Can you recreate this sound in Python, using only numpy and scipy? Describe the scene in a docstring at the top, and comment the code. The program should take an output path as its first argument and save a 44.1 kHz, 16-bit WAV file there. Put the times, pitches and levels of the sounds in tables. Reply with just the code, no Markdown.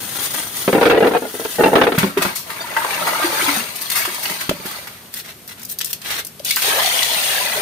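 """A wet plastic bag crinkles, and small hard fruits tumble from it in two rushes, ringing a plastic basin.
A bucket on a bamboo pole knocks, is dunked in a shallow well and rises, spilling bubbles and drops
back into the hollow shaft. It is carried over: the wire handle clicks, the water sloshes, sandals scuff
on wet concrete. Two slops, then a stream pours on the fruit. Yard air and a low rumble lie underneath."""
import sys
import numpy as np
from scipy import signal
from scipy.fft import rfft, irfft, next_fast_len
from scipy.io import wavfile
from scipy.ndimage import uniform_filter1d

SR = 44100
rng = np.random.default_rng(int(sys.argv[2]) if len(sys.argv) > 2 else 0)


def waveform_to_disk(signal):
    """Save audio, clipped to [-1, 1], as 16-bit WAV at the path in sys.argv[1]."""
    frames = np.transpose(np.atleast_2d(signal))
    scaled = np.clip(frames, -1, 1) * 32767
    samples = np.round(scaled).astype(np.int16)
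    wavfile.write(sys.argv[1], SR, samples)


N = 335733

# Table levels are faders ahead of each layer's own gain.
# the bag sliding and crumpling: (time [s], level [dB])
BAG_ENVELOPE = [(0.0, -33), (0.026, -33.5), (0.262, -28.5), (0.29, -33), (0.394, -28), (0.504, -37),
                (0.58, -29), (0.91, -38), (0.938, -45), (1.086, -37), (1.108, -42.5), (1.54, -32),
                (1.92, -41), (1.97, -37.5)]
# tone of the crinkle: (frequency [Hz], level [dB])
BAG_TONE = [(100,-10),(250,2),(1400,1.5),(2000,3),(2450,-3.5),(3200,2.5),(5500,-2),(6700,1),(7500,-5),(9300,8),(10800,-1),(12000,4.5),(15500,5.5)]
# tone of the outdoor air: (frequency [Hz], level [dB])
AIR_TONE = [(25,-29),(70,0),(170,-7),(420,4),(800,-4),(1500,-3.5),(3500,-4.5),(7500,-8.5),(9500,-2),(11000,-11),(12500,1),(15500,-14)]
# slow drift of the low rumble: (time [s], level [dB])
RUMBLE_ENVELOPE = [(0,-41.5),(1.4,-49),(2.3,-48.5),(3.4,-45.5),(5,-49),(7.61,-46.5)]
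# tone of the rumble: (frequency [Hz], level [dB])
RUMBLE_TONE = [(25,-81),(60,-6.5),(110,0),(170,0),(240,-1),(400,-23),(1500,-64)]
# featured fruit hits on the basin: (time [s], body [dB], crack [dB], thud [dB])
FRUIT_HITS = [(0.678,-4.5,-8.5,-9),(0.728,-6,-10.5,-13),(0.748,-3,-19,-15),(0.762,-5,-28,-16),(0.779,-8.5,-32,-28),(0.812,-4,-11.5,-26),(0.829,-4.5,-9,-24),(0.854,-4.5,-7,-20),(0.864,-8,-9,-28),(0.874,-6,-15,-28),
              (0.898,-8,-6.5,-25),(0.91,-4.5,-8,-23),(0.93,-4,-19,-27),(0.946,-7.5,-17,-24),(0.961,-13,-20.5,-32),(0.973,-3,-18,-25),(1.005,-4.5,-17,-22),(1.025,-2.5,-18,-20),(1.044,-2,-16,-23),
              (1.068,-4.5,-13,-24),(1.083,-13,-32,-29),(1.11,-13.5,-24,-36),(1.135,-12,-19,-31),(1.148,-6,-15.5,-25),(1.164,-13,-15.5,-31),(1.221,-13.5,-49,-38),(1.25,-18,-37,-38),(1.341,-20.5,-50,-38),(1.396,-16.5,-45,-33),(1.45,-15.5,-20.5,-28),
              (1.584,-10.5,-25,-27),(1.594,-4,-24,-27),(1.607,-3.5,-17,-26),(1.636,-4,-8.5,-23),(1.659,-3,-15,-26),(1.679,-6.5,-29,-21),(1.699,-14,-31,-25),(1.718,-12,-37,-28),(1.731,-3,-22,-25),(1.755,-3.5,-6.5,-16),(1.766,-8,-13,-22),(1.782,-5,-12.5,-20),
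              (1.814,-3.5,-6,-21),(1.835,-11,-12,-21),(1.851,-16,-26,-24),(1.868,-7,-11.5,-26),(1.886,-9,-30,-30),(1.92,-10,-14,-31),(1.948,-23,-18.5,-36)]
# the two rushes, filled in with softer jostles: (start [s], end [s])
FRUIT_RUSHES = [(0.738, 1.12), (1.59, 1.9)]
# modes of the basin: (frequency [Hz], level when empty [dB], t60 [s], change when full [dB])
BASIN_MODES = [(209,-12,0.13,1),(258,-6.5,0.12,-0.5),(331,-6.5,0.11,1),(373.5,-4,0.1,2.5),(433.3,2,0.12,-2.5),(469,6,0.093,-3.5),(505,2,0.069,-1.5),(614,-1.5,0.059,0.5),(692,-5,0.11,2.5),(746,-6,0.12,-5),(804,-3,0.064,3.5),(882,2,0.038,0.5),(953,-11,0.056,4),(1290,-18,0.074,0),(1389,-5,0.057,-0.5),(1788,-8.5,0.057,4.5),(2150,-17,0.12,-5),(2660,-18,0.09,0)]
# air resonances of the basin's hollow: (frequency [Hz], gain [dB], t60 [s])
BASIN_AIR = [(261,-6,0.12),(467,-15,0.07),(596,-5,0.08)]
# tone of a hit's contact crack: (frequency [Hz], level [dB])
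CRACK_TONE = [(500,8.5),(1000,13.5),(1400,14),(2500,7),(3500,3),(4500,-4),(5500,-13.5),(9000,-25),(16000,-14)]
# tone of a hit's low thud: (frequency [Hz], level [dB])
THUD_TONE = [(20,-28),(60,-9),(120,-8),(190,9.5),(260,1.5),(500,-52),(2000,-63)]
# bucket knocks, shorter when it is held: (time [s], body [dB], crack [dB], thud [dB], ring time [ratio])
BUCKET_KNOCKS = [(1.979,-29.5,-16,-11,0.35),(2.031,-15,-13.5,-16,0.47),(2.04,-19,-19,-17.5,0.62),(2.061,-25.5,-40,-38,1.1),(2.166,-32,-33,-35,0.47),(2.173,-19.5,-18.5,-24,1.35),(2.25,-19.5,-15,-20,0.72),(4.304,-30,-28,-30,0.34),
                 (4.493,-18.5,-11.5,-18,0.13),(4.511,-18,-33,-28,0.22),(4.6,-38,-42,-34,0.4),(4.652,-28,-33,-30,0.26)]
# modes of the full bucket: (frequency [Hz], level [dB], t60 [s])
BUCKET_MODES = [(232,-8,0.033),(269,6.5,0.17),(351,8,0.19),(392,10.5,0.06),(560,-4,0.012),(589,15,0.075),(830,-5,0.036),(1070,-6,0.016)]
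# featured bubbles and air pockets: (time [s], level [dB], pitch [Hz], t60 [cycles])
AIR_POCKETS = [(1.979,-13,145,4.7),(2.031,-13,200,12),(2.06,-27,268,59),(2.17,-8.5,392,22),(2.6,-27,3560,190),(2.607,-28,4580,260),(2.64,-28,956,50),(2.705,-29,2030,150),(2.767,-20,894,120),(2.767,-15,1600,45),(2.767,-19,1900,70),(2.905,-24,2360,74),(2.933,-26,2750,100),
               (3.068,-25,900,61),(3.15,-21,1270,61),(3.218,-19.5,1570,150),(3.241,-13.5,336,51),(3.425,-24,335,66),(3.477,-20,279,31),(3.569,-21.5,225,25),(3.602,-23,2800,98),(4.075,-24.5,352,24),(4.255,-25,2862,110),(4.41,-25.5,1776,54),
               (4.5,-20,237,12),(4.511,-16.5,583,12),(4.597,-33.5,405,11),(4.651,-30,523,8.7),(4.71,-32,1120,40),(4.748,-38,1260,45),(4.786,-33.5,596,20),(6.40,-26.5,578,14),(6.508,-16.5,2220,36),(6.57,-25,1530,89),(6.68,-22,432,13),(6.77,-20,541,26),(7.407,-25,990,84),(7.512,-29,2020,99)]
# featured water slaps: (time [s], body [dB], centre [Hz], treble [dB], t60 [s])
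WATER_SLAPS = [(1.983,-18,1580,-22.5,0.067),(2.172,-24,1390,-34,0.12),(2.221,-24,2600,-24,0.06),(2.35,-35.5,4050,-30.5,0.28),(2.501,-28.5,1970,-37,0.058),(2.765,-15.5,1330,-46,0.043),(2.845,-18,796,-51,0.039),(2.902,-31,2090,-50,0.083),
               (3.068,-18,1050,-30,0.1),(3.223,-25,1600,-37,0.15),(3.475,-20,1220,-42,0.14),(3.566,-31,900,-38,0.1),(3.755,-40,3000,-31.5,0.09),(3.812,-49,2500,-29,0.088),(3.9005,-26.5,2700,-19.5,0.012),(3.914,-26.5,1980,-25,0.096),(3.95,-25,1710,-24,0.39),(4.05,-23,1520,-29,0.065),(4.145,-34,1210,-26,0.009),(4.225,-37,1900,-29.5,0.17),(4.254,-25,2440,-36,0.05),(4.305,-44,1600,-33,0.083),(4.408,-27,1850,-31.5,0.049),
               (4.655,-34.5,1580,-34,0.12),(4.71,-34,1700,-35,0.04),(4.871,-34,1610,-35.5,0.04),(6.448,-44,4400,-20.5,0.0054),(6.5075,-16.5,3150,-16.5,0.0064),(6.5605,-26,4300,-17.5,0.0033),(6.568,-17.5,1580,-22,0.018),
               (6.62,-25,2980,-26,0.059),(6.859,-18,3400,-32,0.011),(7.029,-17.5,4500,-31,0.018),(7.133,-23,3900,-32,0.012),(7.33,-24,2400,-34,0.02)]
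# the bucket pushed under twice: (start [s], length [s], level [dB])
BUCKET_DUNKS = [(1.991,.05,-27),(2.221,0.055,-26)]
# water spilling off the bucket into the well: (time [s], level [dB])
SPILL_ENVELOPE = [(2.42,-52),(2.5,-32.5),(2.63,-32),(2.69,-33),(2.8,-29),(3.0,-24),(3.2,-24),(3.56,-22),(3.63,-30),(3.73,-36),(4.12,-33),(4.32,-32.5),(4.45,-36),(4.57,-44),(4.71,-40.5),(5.08,-55.5)]
# tone of the spill and the slosh: (frequency [Hz], level [dB])
SPILL_TONE = [(120,-17.5),(330,-5),(470,-6.5),(600,-2),(950,2),(1600,-1.5),(2600,-1),(4500,1),(5200,-4.5),(6700,-2),(7500,-9.5),(9200,4),(11000,-8),(11900,0.5),(15500,-1)]
# the spray comes forward as the bucket rises to the rim: (time [s], spray boost [dB])
LIFT_SPRAY = [(3.2,-4),(3.8,3)]
# air resonances of the well shaft: (frequency [Hz], gain [dB], t60 [s])
SHAFT_AIR = [(176.7,12,0.23),(266,2,0.14),(344,4,0.24),(610,-7,0.028),(880,-9,0.14)]
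# clicks of the wire handle: (time [s], clack [dB], bright tick [dB])
HANDLE_CLICKS = [(4.494,-16,-23),(5.14,-27,-24.5),(5.194,-44,-35),(5.477,-46,-31),(5.596,-44,-37),(5.617,-44,-37),(5.631,-49,-30),(5.65,-56,-26.5),(5.698,-44,-30),(5.787,-32,-19),(5.805,-21,-42),(5.812,-12.5,-23),(5.8453,-28,-18.5),(5.857,-43,-23.5),(5.93,-17,-18),(6.017,-27.5,-35),(6.248,-44,-26),(6.268,-35,-28.5),(6.395,-28.5,-38)]
# sandals dragged on wet concrete: (start [s], length [s], level [dB], tilt [dB/octave])
SANDAL_SCUFFS = [(5.141,0.064,-31.5,3.5),(5.247,0.061,-36.5,0.5),(5.484,0.037,-38.5,1),(5.581,0.055,-41.5,0),(5.692,0.031,-26,9),(5.868,0.045,-32,6),(6.067,0.135,-26.5,0.86)]
# tone of a scuff before its tilt: (frequency [Hz], level [dB])
SCUFF_TONE = [(200,-8),(800,-5),(1500,-2),(1920,1.5),(2250,-4),(4100,-4.5),(4800,-12),(5250,-7.5),(7400,-15),(9200,-8.5),(11000,-18),(12200,-9.5),(15500,-13)]
# slops over the rim, ahead of the stream: (start [s], length [s], spray [dB])
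RIM_SLOPS = [(6.457,.045,-20),(6.571,0.12,-21)]
# tone of water landing on the fruit: (frequency [Hz], level [dB])
POUR_TONE = [(150,-14),(350,-11),(600,-1),(800,-0.5),(1200,-4.5),(2400,3),(3400,5),(4600,1.5),(5100,1),(6700,3),(7400,-3.5),(9200,8.5),(11000,-3),(11900,4.5),(15500,3.5)]
# reverb of the concrete walls: (frequency [Hz], t60 [s])
WALL_DECAY = [(150,0.23),(600,0.13),(3000,0.24),(15000,0.0073)]
# drift across the stereo image: (time [s], left minus right [dB])
PAN_DRIFT = [(0,1),(.7,-1),(3.7,0.5),(4.8,-2.5),(7.61,0)]
# imbalance of the two microphones: (frequency [Hz], left minus right [dB])
MIC_BALANCE = [(100,0.23),(380,2.6),(800,0.14),(2400,2),(4400,3.2),(7000,3.5),(8200,7.5),(9200,19),(10200,9.8),(11200,1.3),(15000,3.7)]
# how alike diffuse sound is on both sides: (frequency [Hz], correlation [ratio])
MIC_COHERENCE = [(60,0.98),(300,0.85),(700,0.81),(1400,0.15),(3000,0.21),(15000,0.02)]
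# bright edge of a slap or click: (frequency [Hz], level [dB])
EDGE_TONE = [(2000, -46), (4500, 6.5), (7500, 2.5), (9300, 10), (11000, 2.5), (12500, 12.5),
             (14000, 6.5), (15500, 7.5)]


def amp(db):
    """Decibels to gain."""
    return 10 ** (np.asarray(db) / 20)


def decay(t, t60):
    """An exponential fade, 60 dB down at t60."""
    return np.exp(-np.log(1000) * t / t60)


def unit_rms(x):
    """Scales to rms 1."""
    return x / np.sqrt(np.mean(x ** 2) + 1e-20)


def unit_hit(x):
    """Scales a hit so that its loudest 5 ms have rms 1 in mono."""
    return x / np.sqrt(uniform_filter1d(x.mean(0) ** 2, 220).max() + 1e-20)


def at_hz(points, hz):
    """Reads a curve on a log-frequency axis."""
    knots, values = np.transpose(points)
    return np.interp(np.log(hz + 1), np.log(knots + 1), values)


def bins(x):
    """Frequencies of the spectrum of x."""
    return np.fft.rfftfreq(x.shape[-1], 1 / SR)


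def eq(x, tone):
    """Filters by a tone curve."""
    return irfft(rfft(x) * amp(at_hz(tone, bins(x))), x.shape[-1])


def add(mix, s, sound):
    """Mixes a stereo sound in at a time."""
    part = mix[:, max(round(s * SR), 0):][:, :sound.shape[1]]
    part += sound[:, :part.shape[1]]


def envelopes(rows):
    """Start time and one gain curve per level column, with softened ends."""
    s, *columns = np.transpose(rows)
    t = s[0] + np.arange(next_fast_len(int((s[-1] - s[0]) * SR))) / SR
    ends = np.clip(np.minimum(t - s[0], s[-1] + .01 - t) / .005, 0, 1)
    return s[0], [amp(np.interp(t, s, db)) * ends for db in columns]


def stroke(start, length, db, attack_s, swell_db, release_s):
    """One gesture as (time [s], level [dB]): it sets in, swells or sinks, and lets go."""
    end = start + length
    return [(start - attack_s, db - 30), (start, db - swell_db), (end, db), (end + release_s, db - 30)]


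def wander(size, span_s):
    """A smooth random curve of rms 1 that changes over about this time."""
    width = int(span_s * SR)
    return unit_rms(uniform_filter1d(uniform_filter1d(rng.standard_normal(size), width), width // 2))


def noise(size):
    """Stereo white noise, centred in the bass and wide on top."""
    white = rng.standard_normal((2, size))
    mid, side = rfft(white)
    same = np.clip(at_hz(MIC_COHERENCE, bins(white)), -1, 1)
    mid, side = mid * np.sqrt(1 + same), side * np.sqrt(1 - same)
    return unit_rms(irfft([mid + side, mid - side], size))


def grains(size, per_s, cycles, spread_db, low_hz, high_hz, count):
    """A cloud of tiny damped rings; the small high ones come most often."""
    pitches, out = np.geomspace(low_hz, high_hz, count), np.zeros((2, size))
    for hz in pitches * rng.uniform(.95, 1.05, count):
        life = cycles / hz
        lag = rng.uniform(0, 0.0005, (2, 1))  # path to each microphone
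        t = np.maximum(np.arange(int(life * SR) + 40) / SR - lag, 0)
        ring = np.sin(2 * np.pi * hz * t) * decay(t, life)
        born = rng.random(size) < per_s * hz / pitches.sum() / SR
        sizes = amp(spread_db * np.minimum(rng.exponential(1, size), 4))
        out += signal.oaconvolve((born * sizes)[None], ring / np.linalg.norm(ring), axes=1)[:, :size]
    return unit_rms(out)


def friction(rows, tone, level_db, slips_per_s, spread_db, hiss_db):
    """Dense tiny slips merge into a grainy hiss that follows the gesture."""
    s, (gesture,) = envelopes(rows)
    size, out = len(gesture), np.zeros((2, N))
    slips = grains(size, slips_per_s, cycles=2.4, spread_db=spread_db, low_hz=950, high_hz=14800, count=12)
    texture = unit_rms(eq(slips + amp(hiss_db) * noise(size), tone))
    add(out, s, amp(level_db) * gesture * texture)
    return out


def plastic_bag(flutter_db=1.4):
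    """Wet film slides and crumples in tiny slips, with a quick flutter in level."""
    crinkle = friction(BAG_ENVELOPE, BAG_TONE, level_db=7.5, slips_per_s=5000, spread_db=4, hiss_db=-4)
    return crinkle * amp(flutter_db * wander(N, span_s=0.014))


def yard(air_db=-42):
    """The bed: steady outdoor air and a low hollow rumble."""
    size = next_fast_len(N)
    air, rumble = (unit_rms(eq(noise(size), tone))[:, :N] for tone in (AIR_TONE, RUMBLE_TONE))
    rumble_db = np.interp(np.arange(N) / SR, *np.transpose(RUMBLE_ENVELOPE))
    return amp(air_db) * air + amp(rumble_db) * rumble


def burst(tone, rise_s, t60, tick=0, size=12000):
    """A puff of shaped noise, quick to swell and die; a hard contact adds one tick."""
    t, drive = np.arange(size) / SR, noise(size)
    drive[:, 60] += tick
    return unit_hit(eq(drive, tone) * (1 - np.exp(-t / rise_s)) * decay(t, t60))


def plastic_hits(rows, modes_at, body_db, crack_db, thud_db, thud_t60, crack_t60=0.075):
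    """Each hit rings a plastic wall, with a crack and a thud; its ring ratio scales all three decays."""
    out, t = np.zeros((2, N)), np.arange(7200) / SR
    contact_s, spot_db, detune_spread = 0.0018, 2.8, 0.052
    attack = 1 - np.exp(-t / contact_s)
    for s, body, crack, thud, ring_ratio in rows:
        hz, db, t60 = np.transpose(modes_at(s))[:, :, None]
        # the landing spot weights the modes and the shifting load detunes them
        spot, detune, turn, lag = rng.standard_normal((4, len(hz), 1))
        phase = 2 * np.pi * hz * (1 + detune_spread * detune) * t + turn
        strength = amp(db + spot_db * spot) * decay(t, ring_ratio * t60) * attack
        ring = np.array([(strength * np.sin(phase + side * lag * hz / 2500)).sum(0) for side in (-1, 1)])
        add(out, s, amp(body + body_db) * unit_hit(ring))
        add(out, s, amp(crack + crack_db) * burst(CRACK_TONE, 0.000093, ring_ratio * crack_t60, tick=2.4))
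        add(out, s, amp(thud + thud_db) * burst(THUD_TONE, 0.0049, ring_ratio * thud_t60))
    return out


def landings(per_rush=6, spread_db=3.5):
    """The featured fruit hits, plus soft jostles scattered through each rush."""
    jostles = []
    for start, end in FRUIT_RUSHES:
        place, force_db = rng.random(per_rush), spread_db * rng.standard_normal(per_rush)
        s = start + (end - start) * (np.arange(per_rush) + place) / per_rush
        jostles.append(np.column_stack([s, force_db - 13, force_db - 22, force_db - 33]))
    return np.vstack([FRUIT_HITS, *jostles])


def rebounds(rows, loss_db=8):
    """Each fruit settles with a second, softer and duller bump."""
    s, body, crack, thud = np.transpose(rows)
    hop_s = rng.uniform(0.00597, .02, len(s))
    return np.column_stack([s + hop_s, body - loss_db, crack - 2 * loss_db, thud - loss_db])


def basin_modes(s, full_s=2, full_ring=0.86):
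    """The growing pile damps the basin's floor, so its walls are heard more."""
    load = np.interp(s, [FRUIT_HITS[0][0], full_s], [0, 1])
    return [(hz, db + load * full_db, t60 * full_ring ** load) for hz, db, t60, full_db in BASIN_MODES]


def hollow(x, resonances):
    """An enclosed body of air adds its resonances to the sound inside it."""
    t = np.arange(16384) / SR
    hz, db, t60 = np.transpose(resonances)[:, :, None]
    fade = decay(t, t60)
    ring = (2 * amp(db) * fade / fade.sum(1, keepdims=True) * np.cos(2 * np.pi * hz * t)).sum(0)
    return x + signal.oaconvolve(x, ring[None], axes=1)[:, :N]


def tumbling_fruit(ring_ratio=0.79):
    """Fruits land and bounce in the hollow basin, each one shortening the ring it starts."""
    falls = landings()
    bumps = [(*row, ring_ratio) for row in np.vstack([falls, rebounds(falls)])]
    hits = plastic_hits(bumps, basin_modes, body_db=-2, crack_db=-2.5, thud_db=-5, thud_t60=0.04)
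    return hollow(hits, BASIN_AIR)


def bucket_knocks():
    """Knocks ring the low modes of the full bucket."""
    return plastic_hits(BUCKET_KNOCKS, lambda s: BUCKET_MODES,
                        body_db=1, crack_db=0.5, thud_db=0.5, thud_t60=0.1)


def gulps(rise_s=0.0049, glide=0.32):
    """Single pockets of trapped air ring out and climb a little in pitch."""
    out, t = np.zeros((2, N)), np.arange(8192) / SR
    attack = 1 - np.exp(-t / rise_s)
    for s, db, hz, cycles in AIR_POCKETS:
        ring = np.sin(2 * np.pi * hz * t * (1 + glide * t)) * attack * decay(t, cycles / hz)
        add(out, s, amp(db) * unit_hit(np.array([ring, ring])))
    return out


def snaps(rows, body_db, treble_db, rise_s, tick, tail_t60, tail_db=-16):
    """Ringless impacts: a hump of noise and a bright edge, each with a scattered tail."""
    out = np.zeros((2, N))
    for s, db, hz, treble, t60 in rows:
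        hump = [(hz / 6, -28), (hz / 2, -7), (hz, 0), (hz * 2, -8), (hz * 5, -30)]
        for tone, level in ((hump, db + body_db), (EDGE_TONE, treble + treble_db)):
            hit = burst(tone, rise_s + 0.018 * t60, t60, tick)  # long ones swell more slowly
            tail = amp(tail_db) * burst(tone, 0.0052, tail_t60)
            add(out, s, amp(level) * (hit + tail))
    return out


def splashes():
    """Water slaps sharply and trails off in a long fizz."""
    return snaps(WATER_SLAPS, body_db=4, treble_db=6, rise_s=0.00048, tick=7.6, tail_t60=0.61)


def bubbles(size, per_s, spread_db, high_hz, low_hz=340, glide=0.028, cycles=40):
    """Every bubble has its own pitch, life and place, and climbs as it nears the surface."""
    out = np.zeros((2, size))
    for when, pitch, rank, damping, place in rng.random((int(per_s * size / SR), 5)):
        hz = low_hz + pitch * (high_hz - low_hz)
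        life = cycles * (.5 + damping) / hz
        lag = np.array([[place], [1 - place]]) / 2000
        t = np.maximum(np.arange(int(life * SR)) / SR - lag, 0)
        ring = np.sin(2 * np.pi * hz * t * (1 + glide * t / life)) * decay(t, life)
        gain = amp(spread_db * min(-np.log(rank), 4)) / np.sqrt(life)
        add(out, when * size / SR, gain * ring)
    return unit_rms(out)


def water(rows, tone, bubbling_db, spray_db, drops_per_s, wash_db, churn_db,
          bubbles_per_s=480, top_hz=2400, spread_db=3, crossover_hz=1960):
    """Bubbles, drops and clear plinks over a wash, riding rows of (time [s], bubbling [dB], spray [dB])."""
    s, (bubbling, spray) = envelopes(rows)
    size, out = len(spray), np.zeros((2, N))
    rings = bubbles(size, bubbles_per_s, spread_db, top_hz)
    drops = grains(size, drops_per_s, cycles=2.9, spread_db=spread_db, low_hz=635, high_hz=14060, count=18)
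    plinks = bubbles(size, 130, spread_db, high_hz=4630, low_hz=1293, glide=0.07, cycles=80)
    texture = eq(rings + drops + amp(-9.5) * plinks + amp(wash_db) * noise(size), tone)
    low = irfft(rfft(texture) / (1 + (bins(texture) / crossover_hz) ** 8), size)
    high = texture - low
    # the water arrives in lumps: a fast churn on a slower surge
    lumps = amp(churn_db * wander(size, 0.041) + 1.1 * wander(size, 0.099))
    add(out, s, amp(bubbling_db) * bubbling * unit_rms(low * lumps))
    add(out, s, amp(spray_db) * spray * unit_rms(high * np.sqrt(lumps)))
    return out


def well():
    """Two dunks churn the shaft, then the spill falls back; the higher the bucket, the more spray."""
    out = np.zeros((2, N))
    dunks = [stroke(*dunk, attack_s=0.042, swell_db=-6.5, release_s=0.22) for dunk in BUCKET_DUNKS]
    for flow in dunks + [SPILL_ENVELOPE]:
        s, db = np.transpose(flow)
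        rows = np.column_stack([s, db, db + np.interp(s, *np.transpose(LIFT_SPRAY))])
        out += water(rows, SPILL_TONE, bubbling_db=1.5, spray_db=3.5, drops_per_s=1500,
                     wash_db=0.5, churn_db=1)
    return hollow(out, SHAFT_AIR)


def wire_handle(centre_hz=3280, t60=0.0063):
    """The wire handle clicks on the bucket, short and bright."""
    clicks = [(s, clack, centre_hz, tick, t60) for s, clack, tick in HANDLE_CLICKS]
    return snaps(clicks, body_db=-4.5, treble_db=4.5, rise_s=0.0005, tick=5, tail_t60=0.12)


def sloshing():
    """After the last knock a wave runs back across the bucket and laps at its wall."""
    wave = stroke(start=4.665, length=0.16, db=-36, attack_s=0.02, swell_db=-5, release_s=0.3)
    rows = [(s, db, db - 3) for s, db in wave]
    return water(rows, SPILL_TONE, bubbling_db=-3.5, spray_db=2.5, drops_per_s=900, wash_db=0, churn_db=2.5)


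def sandals(grit_db=2.2):
    """Each scuff is one short drag that catches unevenly on the grit."""
    out = np.zeros((2, N))
    for start, length, db, tilt in SANDAL_SCUFFS:
        tone = [(hz, level + tilt * np.log2(hz)) for hz, level in SCUFF_TONE]
        drag = stroke(start, length, db, attack_s=.55 * length, swell_db=2.5, release_s=0.047)
        out += friction(drag, tone, level_db=4, slips_per_s=6800, spread_db=23, hiss_db=7)
    return out * amp(grit_db * wander(N, span_s=0.01))


def pouring(stream_s=6.615, drumming_s=0.11, hold_s=0.57, sag_db_per_s=11, tip_s=7.26, tip_width_s=0.076):
    """Two slops, then a stream that drums on the fruit, holds, and thins as the bucket empties."""
    age = np.linspace(0, N / SR - stream_s, num=50)
    drumming = (age / drumming_s * np.exp(1 - age / drumming_s)) ** 2  # peaks while the water is shallow
    bubbling_db = -27 + 5.5 * drumming
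    spray_db = -20.5 - sag_db_per_s * np.maximum(age - hold_s, 0)
    tip_db = 2.5 * np.exp(-((stream_s + age - tip_s) / tip_width_s) ** 2)  # the bucket tips further
    stream = np.column_stack([stream_s + age, bubbling_db + tip_db / 2, spray_db + tip_db])
    gestures = [stroke(*slop, attack_s=.025, swell_db=5, release_s=0.071) for slop in RIM_SLOPS]
    slops = [[(s, db - 17.5, db) for s, db in gesture] for gesture in gestures]  # mostly spray
    return sum(water(rows, POUR_TONE, bubbling_db=2, spray_db=2, drops_per_s=2200, wash_db=1.5,
                     churn_db=0.9, bubbles_per_s=1000, top_hz=5000, spread_db=2.8)
               for rows in slops + [stream])


def early_echoes(x, gain=0.69, spread_s=.005, drift=0.154, count=5):
    """Wet surfaces within arm's reach throw the treble back, along paths that shift as things move."""
    t, out = np.arange(N) / SR, x.copy()
    treble = signal.sosfilt(signal.butter(1, 2500, "high", fs=SR, output="sos"), x)
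    for channel, sound in zip(out, treble):
        for path, pace, turn, sign in rng.random((count, 4)):
            sway = 1 + drift * np.sin(2 * np.pi * ((.5 + pace) * t + turn))
            delay = (0.0007634 + path * spread_s) * sway
            channel += np.sign(sign - .5) * gain * np.interp(t - delay, t, sound)
    return out / np.sqrt(1 + count * gain ** 2 / 2)


def wall_reverb(x, rise_s=0.0042):
    """Concrete close by returns a short diffuse tail."""
    hz, t, spectrum = signal.stft(noise(16384), SR, nperseg=256)
    fade = decay(t, at_hz(WALL_DECAY, hz)[:, None]) * (1 - np.exp(-t / rise_s))
    tail = signal.istft(spectrum * fade, SR, nperseg=256)[1]
    return signal.oaconvolve(x, tail / np.linalg.norm(tail[0]), axes=1)[:, :N]


def scene():
    """The mix: a yard bus and a more reverberant well bus over the bed, drifting gently in pan."""
    fruit, knocks, bag = tumbling_fruit(), bucket_knocks(), plastic_bag()
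    slaps, handle = splashes(), wire_handle()
    yard_bus = early_echoes(bag + fruit)
    yard_bus += early_echoes(handle + sandals())
    yard_bus += early_echoes(pouring() + sloshing())
    well_bus = early_echoes(knocks + gulps() + slaps + well())
    reverb = wall_reverb(amp(-17) * yard_bus + amp(-13) * well_bus)
    pan_db = np.interp(np.arange(N) / SR, *np.transpose(PAN_DRIFT)) * np.array([[.5], [-.5]])
    return amp(pan_db) * (yard_bus + well_bus + reverb + yard())


def record(dry, ceiling=.95, low_cut_hz=55, high_cut_hz=15600):
    """Two unequal microphones, a soft ceiling on the peaks, a low cut and a steep high cut."""
    ratio = amp(at_hz(MIC_BALANCE, bins(dry)))
    mic_gains = np.array([ratio, np.ones_like(ratio)]) * np.sqrt(2 / (1 + ratio ** 2))
    heard = irfft(rfft(dry) * mic_gains, N)
    limited = heard / (1 + (heard / ceiling) ** 6) ** (1 / 6)
    thinned = signal.sosfilt(signal.butter(1, low_cut_hz, "high", fs=SR, output="sos"), limited)
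    high_cut = signal.firwin(511, high_cut_hz, window=("kaiser", 9), fs=SR)
    return signal.oaconvolve(thinned, high_cut[None], "same")


dry = scene()
out = record(dry)
waveform_to_disk(out)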